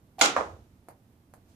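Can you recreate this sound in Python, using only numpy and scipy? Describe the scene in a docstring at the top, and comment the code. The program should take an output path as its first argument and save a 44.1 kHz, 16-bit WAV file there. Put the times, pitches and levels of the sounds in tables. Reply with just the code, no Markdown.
"""Low ventilation rumble in a carpeted library aisle, then soft knocks as a small wooden catapult lets go.
The arm rubs as it swings, cracks against its stop and chatters; the wood rings. The frame drops back
with a dull knock and a low boom. The light ball lands close by and bounces once more, and a faint
rustle comes up at the end. Shelves and walls answer the hits with reflections and a diffuse tail."""
import sys
import numpy as np
from scipy import signal
from scipy.fft import rfft, irfft
from scipy.io import wavfile

SR = 44100
rng = np.random.default_rng(int(sys.argv[2]) if len(sys.argv) > 2 else 0)


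def to_wav(sig):
    """Store sig (one row per channel, or 1-D mono) as 16-bit WAV at the path in sys.argv[1].

    Samples outside -1..1 are clipped; the rate is SR.
    """
    pcm = np.clip(np.atleast_2d(sig), -1, 1) * 32767
    pcm = np.round(pcm).astype(np.int16)
    wavfile.write(sys.argv[1], SR, pcm.T)  # frames by channels


N = 68355
T = np.arange(N) / SR
HZ = np.arange(N + 1) * SR / (2 * N)


def undb(db):
    """Decibels to gain."""
    return 10 ** (np.asarray(db) / 20)


def along(points, hz=HZ):
    """Interpolate (Hz, value) points on a log-frequency axis."""
    freqs, values = np.array(points).T
    return np.interp(np.log(hz + 1e-9), np.log(freqs), values)


def convolve(a, b):
    """Play a through the response b."""
    return irfft(rfft(a, 2 * N) * rfft(b, 2 * N))[..., :N]


def shape(x, gain):
    """Filter by a gain per frequency."""
    return irfft(rfft(x, 2 * N) * gain)[..., :N]


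def pulse(spectrum):
    """Minimum-phase pulse with this (Hz, dB) spectrum."""
    cepstrum = irfft(np.log(undb(along(spectrum))))[:N]
    causal = cepstrum * np.where(T > 0, 2, 1)
    return irfft(np.exp(rfft(causal, 2 * N)))[:N]


def fade(t60_s, t=T):
    """Exponential decay."""
    return np.exp(-np.log(1000) * t / t60_s)


def impulses(rows):
    """One impulse per (s, dB) row."""
    out = np.zeros(N)
    for time_s, db in rows:
        out[int(time_s * SR)] += undb(db)
    return out


def pan(x, right_db):
    """Set the right side this far above the left."""
    return x * undb(np.array([[-right_db], [right_db]]) / 2)


def ring(modes, attack_s=.002):
    """Decaying (Hz, dB, t60) modes, with a random phase on each side."""
    notes = sum(undb(db) * fade(t60_s) * np.sin(2 * np.pi * hz * T + rng.normal(0, 1, (2, 1)))
                for hz, db, t60_s in modes)
    return notes * (1 - np.exp(-T / attack_s))


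# Left-right likeness of diffuse sound (frequency [Hz], correlation [-1..1])
CORRELATION = [(60, 1), (200, 1), (500, 0.9), (1200, -0.073), (5000, .05), (14000, -.1)]
def diffuse():
    """Stereo noise, alike in the bass and unrelated in the treble."""
    mid, side = rng.standard_normal((2, N))
    correlation = along(CORRELATION)
    mid = shape(mid, np.sqrt((1 + correlation) / 2))
    side = shape(side, np.sqrt((1 - correlation) / 2))
    return np.array([mid + side, mid - side])


def burst(t60_s):
    """Decaying noise of unit energy."""
    return diffuse() * fade(t60_s) / np.linalg.norm(fade(t60_s))


# Ventilation noise (frequency [Hz], relative density [dB])
VENT_SPECTRUM = [(20, -18), (48, -13.5), (78, -2), (118, -4), (160, -11.5), (235, -8.5), (310, -13),
                 (440, -21.5), (750, -23.5), (1300, -30.5), (2600, -36), (5000, -40), (8000, -41),
                 (13000, -38), (15000, -42)]
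def ventilation(level_db=-60, waver_db=.5):
    """Steady rumble and faint hiss that waver a little."""
    air = shape(diffuse(), undb(along(VENT_SPECTRUM)))
    waver = np.interp(T, np.linspace(0, T[-1], 12), rng.standard_normal(12))
    return air / air.std() * undb(level_db + waver_db * waver)


# Room decay (frequency [Hz], t60 [s])
ROOM_DECAY = [(80, 1.8), (250, 0.62), (500, 0.46), (1200, 0.31), (2500, 0.34), (6000, 0.22), (12000, 0.2)]
def room_tail(db, hold_s, t60_scale=1, build_s=.0014):
    """Diffuse room sound that builds, holds, then dies sooner in the treble."""
    noise, tail = diffuse(), 0
    centres_hz = np.geomspace(60, 15360, 9)
    decay_time_s = np.maximum(T - hold_s, 0)
    for hz, weights in zip(centres_hz, np.eye(len(centres_hz))):
        band = shape(noise, along(list(zip(centres_hz, weights))))
        tail = tail + band * fade(t60_scale * along(ROOM_DECAY, hz), decay_time_s)
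    return undb(db) * tail * (1 - np.exp(-T / build_s)) / np.sqrt(.06 * SR)


def early_paths(echoes, direct_s=.0011, jitter_s=.0002, left_lag_s=.00006):
    """Direct sound plus shelf and wall reflections, timed a little differently on each side."""
    left, right = [impulses([(direct_s, 0)] + [(s + rng.normal(0, jitter_s), db) for s, db in echoes])
                   for side in range(2)]
    return np.array([shape(left, np.exp(-2j * np.pi * HZ * left_lag_s)), right])


# Reflections of the catapult (delay [s], level [dB])
CATAPULT_ECHOES = [(.0075, -9), (.0160, -15.5), (.0245, -18.5), (.0455, -7)]
def far_paths(low_cut_hz=380):
    """Early paths from the far catapult, whose bass arrives mostly through the room tail."""
    highpass = signal.butter(2, low_cut_hz, "high", fs=SR, output="sos")
    return pan(signal.sosfilt(highpass, early_paths(CATAPULT_ECHOES)), right_db=1.5)


# Rustle envelope (time [s], level [dB])
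RUSTLE_ENVELOPE = [(1.40, -94), (1.50, -65.5), (1.55, -67.5)]
# Rustle noise (frequency [Hz], relative level [dB])
RUSTLE_SPECTRUM = [(60, -4.5), (220, 11), (500, -1.5), (2000, -10), (7000, -10), (14000, -19.5)]
def rustle():
    """Soft, close rubbing noise at the end."""
    noise = shape(diffuse(), undb(along(RUSTLE_SPECTRUM)))
    envelope_db = np.interp(T, *np.array(RUSTLE_ENVELOPE).T)
    return noise / noise.std() * undb(envelope_db)


# Bass swells (time [s], relative level [dB])
BOOM_ONSETS = [(.366, -44), (.478, -47)]
def boom(centre_hz=78.5, sigma_hz=18, rise_s=.011):
    """Narrow-band bass swells as the frame lands, swells again and ebbs."""
    bass = shape(diffuse(), np.exp(-.5 * ((HZ - centre_hz) / sigma_hz) ** 2))
    swell = (1 - np.exp(-T / rise_s)) * fade(t60_s=1.1)
    return .5 * convolve(impulses(BOOM_ONSETS), swell) * bass / bass.std()


# Ball landings (time [s], pat [dB], tick [dB], shell [dB], room [dB])
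BALL_BOUNCES = [(0.8846, -8.5, -30.5, -62, 3.5), (1.3370, -12.5, -32, -76, 0)]
# Soft pat (frequency [Hz], level [dB])
PAT_SPECTRUM = [(60, -10), (200, -7), (450, -1.5), (750, 2.5), (1300, -5), (2200, -16), (3200, -33),
                (14000, -40)]
# Contact tick (frequency [Hz], level [dB])
TICK_SPECTRUM = [(500, 8.5), (3000, -7.5), (4600, -1), (6000, -5), (8200, 1), (9100, 4.5), (10800, 1),
                 (12500, 4), (13800, 0), (15000, -10)]
# Thin shell's resonances (frequency [Hz], level [dB], t60 [s])
BALL_MODES = [(9250, -2.5, 0.12), (9850, -3, 0.069), (12300, 0, .06)]
# Reflections of the near ball (delay [s], level [dB])
BALL_ECHOES = [(.0056, -6), (.0095, -18), (.0128, -16)]
def ball():
    """Each bounce is a soft pat with a thin tick and a faint ring from the shell."""
    out = 0
    for time_s, pat_db, tick_db, shell_db, room_db in BALL_BOUNCES:
        tick = undb(tick_db) * convolve(burst(t60_s=.013), pulse(TICK_SPECTRUM))
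        pat = -undb(pat_db) * pulse(PAT_SPECTRUM)
        paths = early_paths(BALL_ECHOES) + room_tail(room_db, hold_s=.023, t60_scale=.49)
        shell = undb(shell_db) * ring(BALL_MODES)
        out = out + convolve(impulses([(time_s, 0)]), convolve(tick + pat, paths) + shell)
    return out


# Frame edges landing in turn (time [s], level [dB])
FRAME_HITS = [(.3629, 10.5), (.3646, 16.5)]
# Cushioned knock (frequency [Hz], level [dB])
FRAME_SPECTRUM = [(60, -32), (150, -21.5), (230, -14), (300, -6), (390, -8), (520, 0.5), (850, 0.5),
                  (1250, 0.5), (1800, -10), (2500, -19.5), (4000, -49.5), (14000, -80.5)]
def frame_drop(buzz_db=-3):
    """The frame knocks on the carpet; loose parts buzz with the timbre of the arm's crack."""
    onset = impulses([(FRAME_HITS[0][0], 0)])
    early = convolve(impulses(FRAME_HITS), far_paths())
    late = convolve(onset, room_tail(db=22, hold_s=.013, t60_scale=.91))
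    buzz = undb(buzz_db) * convolve(burst(t60_s=.37), pulse(CRACK_SPECTRUM))
    return convolve(early + late, -pulse(FRAME_SPECTRUM)) + convolve(onset, buzz)


# Catch slipping (time [s], relative level [dB])
CATCH_HITS = [(.1835, -10), (.1861, -5.5), (.1965, 0), (.1992, -5.5)]
def catch_release(pitch_hz=744, level_db=-28, attack_s=.00033):
    """The catch lets go with soft wooden knocks on one damped mode."""
    knock = fade(t60_s=.036) * np.sin(2 * np.pi * pitch_hz * T) * (1 - np.exp(-T / attack_s))
    return undb(level_db) * convolve(impulses(CATCH_HITS), knock)


# Jerks of the arm (time [s], level [dB])
ARM_RUBS = [(.1838, -29), (.1905, -16), (.1935, -12.5), (.1985, -15.5), (.2030, -11), (.2075, -14.5)]
# Friction noise (frequency [Hz], level [dB])
RUB_SPECTRUM = [(200, -17.5), (800, 0), (2000, -1), (4000, -1.5), (7000, -6.5), (10000, -7), (14000, -9.5)]
def arm_swing():
    """The arm rubs in short jerks on its way up."""
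    jerks = sum(convolve(impulses([row]), burst(t60_s=.025)) for row in ARM_RUBS)
    return convolve(jerks, pulse(RUB_SPECTRUM))


def contacts(rows, click_db=-12):
    """Each hard contact is a click with its own splintery crackle."""
    click = impulses([(0, click_db)])
    return sum(convolve(impulses([row]), click + burst(t60_s=.009)) for row in rows)


# Arm rebounds (time [s], level [dB])
CHATTER_HITS = [(.2190, 8), (.2225, 9), (.2255, 3)]
# Bright rattle (frequency [Hz], level [dB])
CHATTER_SPECTRUM = [(100, -44), (400, -12), (1000, -8.5), (2200, -4), (4500, -5), (6700, 4), (8000, -5.5),
                    (11000, -18), (14500, -21)]
def arm_chatter():
    """The loose arm rattles on the stop, brighter than the first blow."""
    return convolve(contacts(CHATTER_HITS), pulse(CHATTER_SPECTRUM))


# Arm striking the stop (time [s], level [dB])
STOP_HITS = [(.2110, 13.5), (.2125, 13.5), (.2143, 14), (.2158, 7.5)]
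# Wooden crack (frequency [Hz], level [dB])
CRACK_SPECTRUM = [(70, -50.5), (130, -14), (200, -8.5), (290, -0.5), (420, -4), (520, 1), (600, -3),
                  (780, 5.5), (1000, -1.5), (1350, 5.5), (1700, -5), (2200, -0.5), (2750, -1.5),
                  (3500, -1.5), (4800, -5.5), (6700, -3.5), (9000, -14), (11500, -22), (14500, -37)]
# Catapult's resonances (frequency [Hz], relative level [dB], t60 [s])
CATAPULT_MODES = [(636.5, -2.5, .2), (675, 1.5, .19), (967, -6, 0.25), (1235, -10, 0.29), (1371, -4, .2),
                  (1432, -4.5, 0.4), (2090, 3, 0.11), (2830, -4, 0.14), (3075, -5, .15), (3440, 0.5, .1),
                  (5430, -5, .12), (6570, -4, 0.077), (6700, -1, 0.18)]
def arm_strike(ring_db=-35.5, hall_db=-12.5, room_hold_s=.037):
    """The arm cracks on its stop; the wood rings, and the room and far end of the hall wash back."""
    onset = impulses([(STOP_HITS[0][0], 0)])
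    wash = room_tail(db=21, hold_s=room_hold_s) + undb(hall_db) * burst(t60_s=1.3)
    early = convolve(contacts(STOP_HITS), far_paths())
    crack = convolve(early + convolve(onset, wash), pulse(CRACK_SPECTRUM))
    wood = undb(ring_db) * convolve(impulses(STOP_HITS[:1]), ring(CATAPULT_MODES))
    return crack + wood + convolve(wood, room_tail(db=-13, hold_s=room_hold_s))


def scene():
    """One shot over the ventilation, all a little louder on the right."""
    catapult = catch_release() + arm_swing() + arm_strike() + arm_chatter() + frame_drop()
    return pan(catapult + ball() + boom() + rustle() + ventilation(), right_db=3.5)


def record(dry):
    """Soft peak saturation, then a steep treble cut."""
    cutoff_hz = 14700
    lowpass = signal.ellip(8, .2, 70, cutoff_hz, fs=SR, output="sos")
    return signal.sosfilt(lowpass, np.tanh(dry))


dry = scene()
out = record(dry)
to_wav(out)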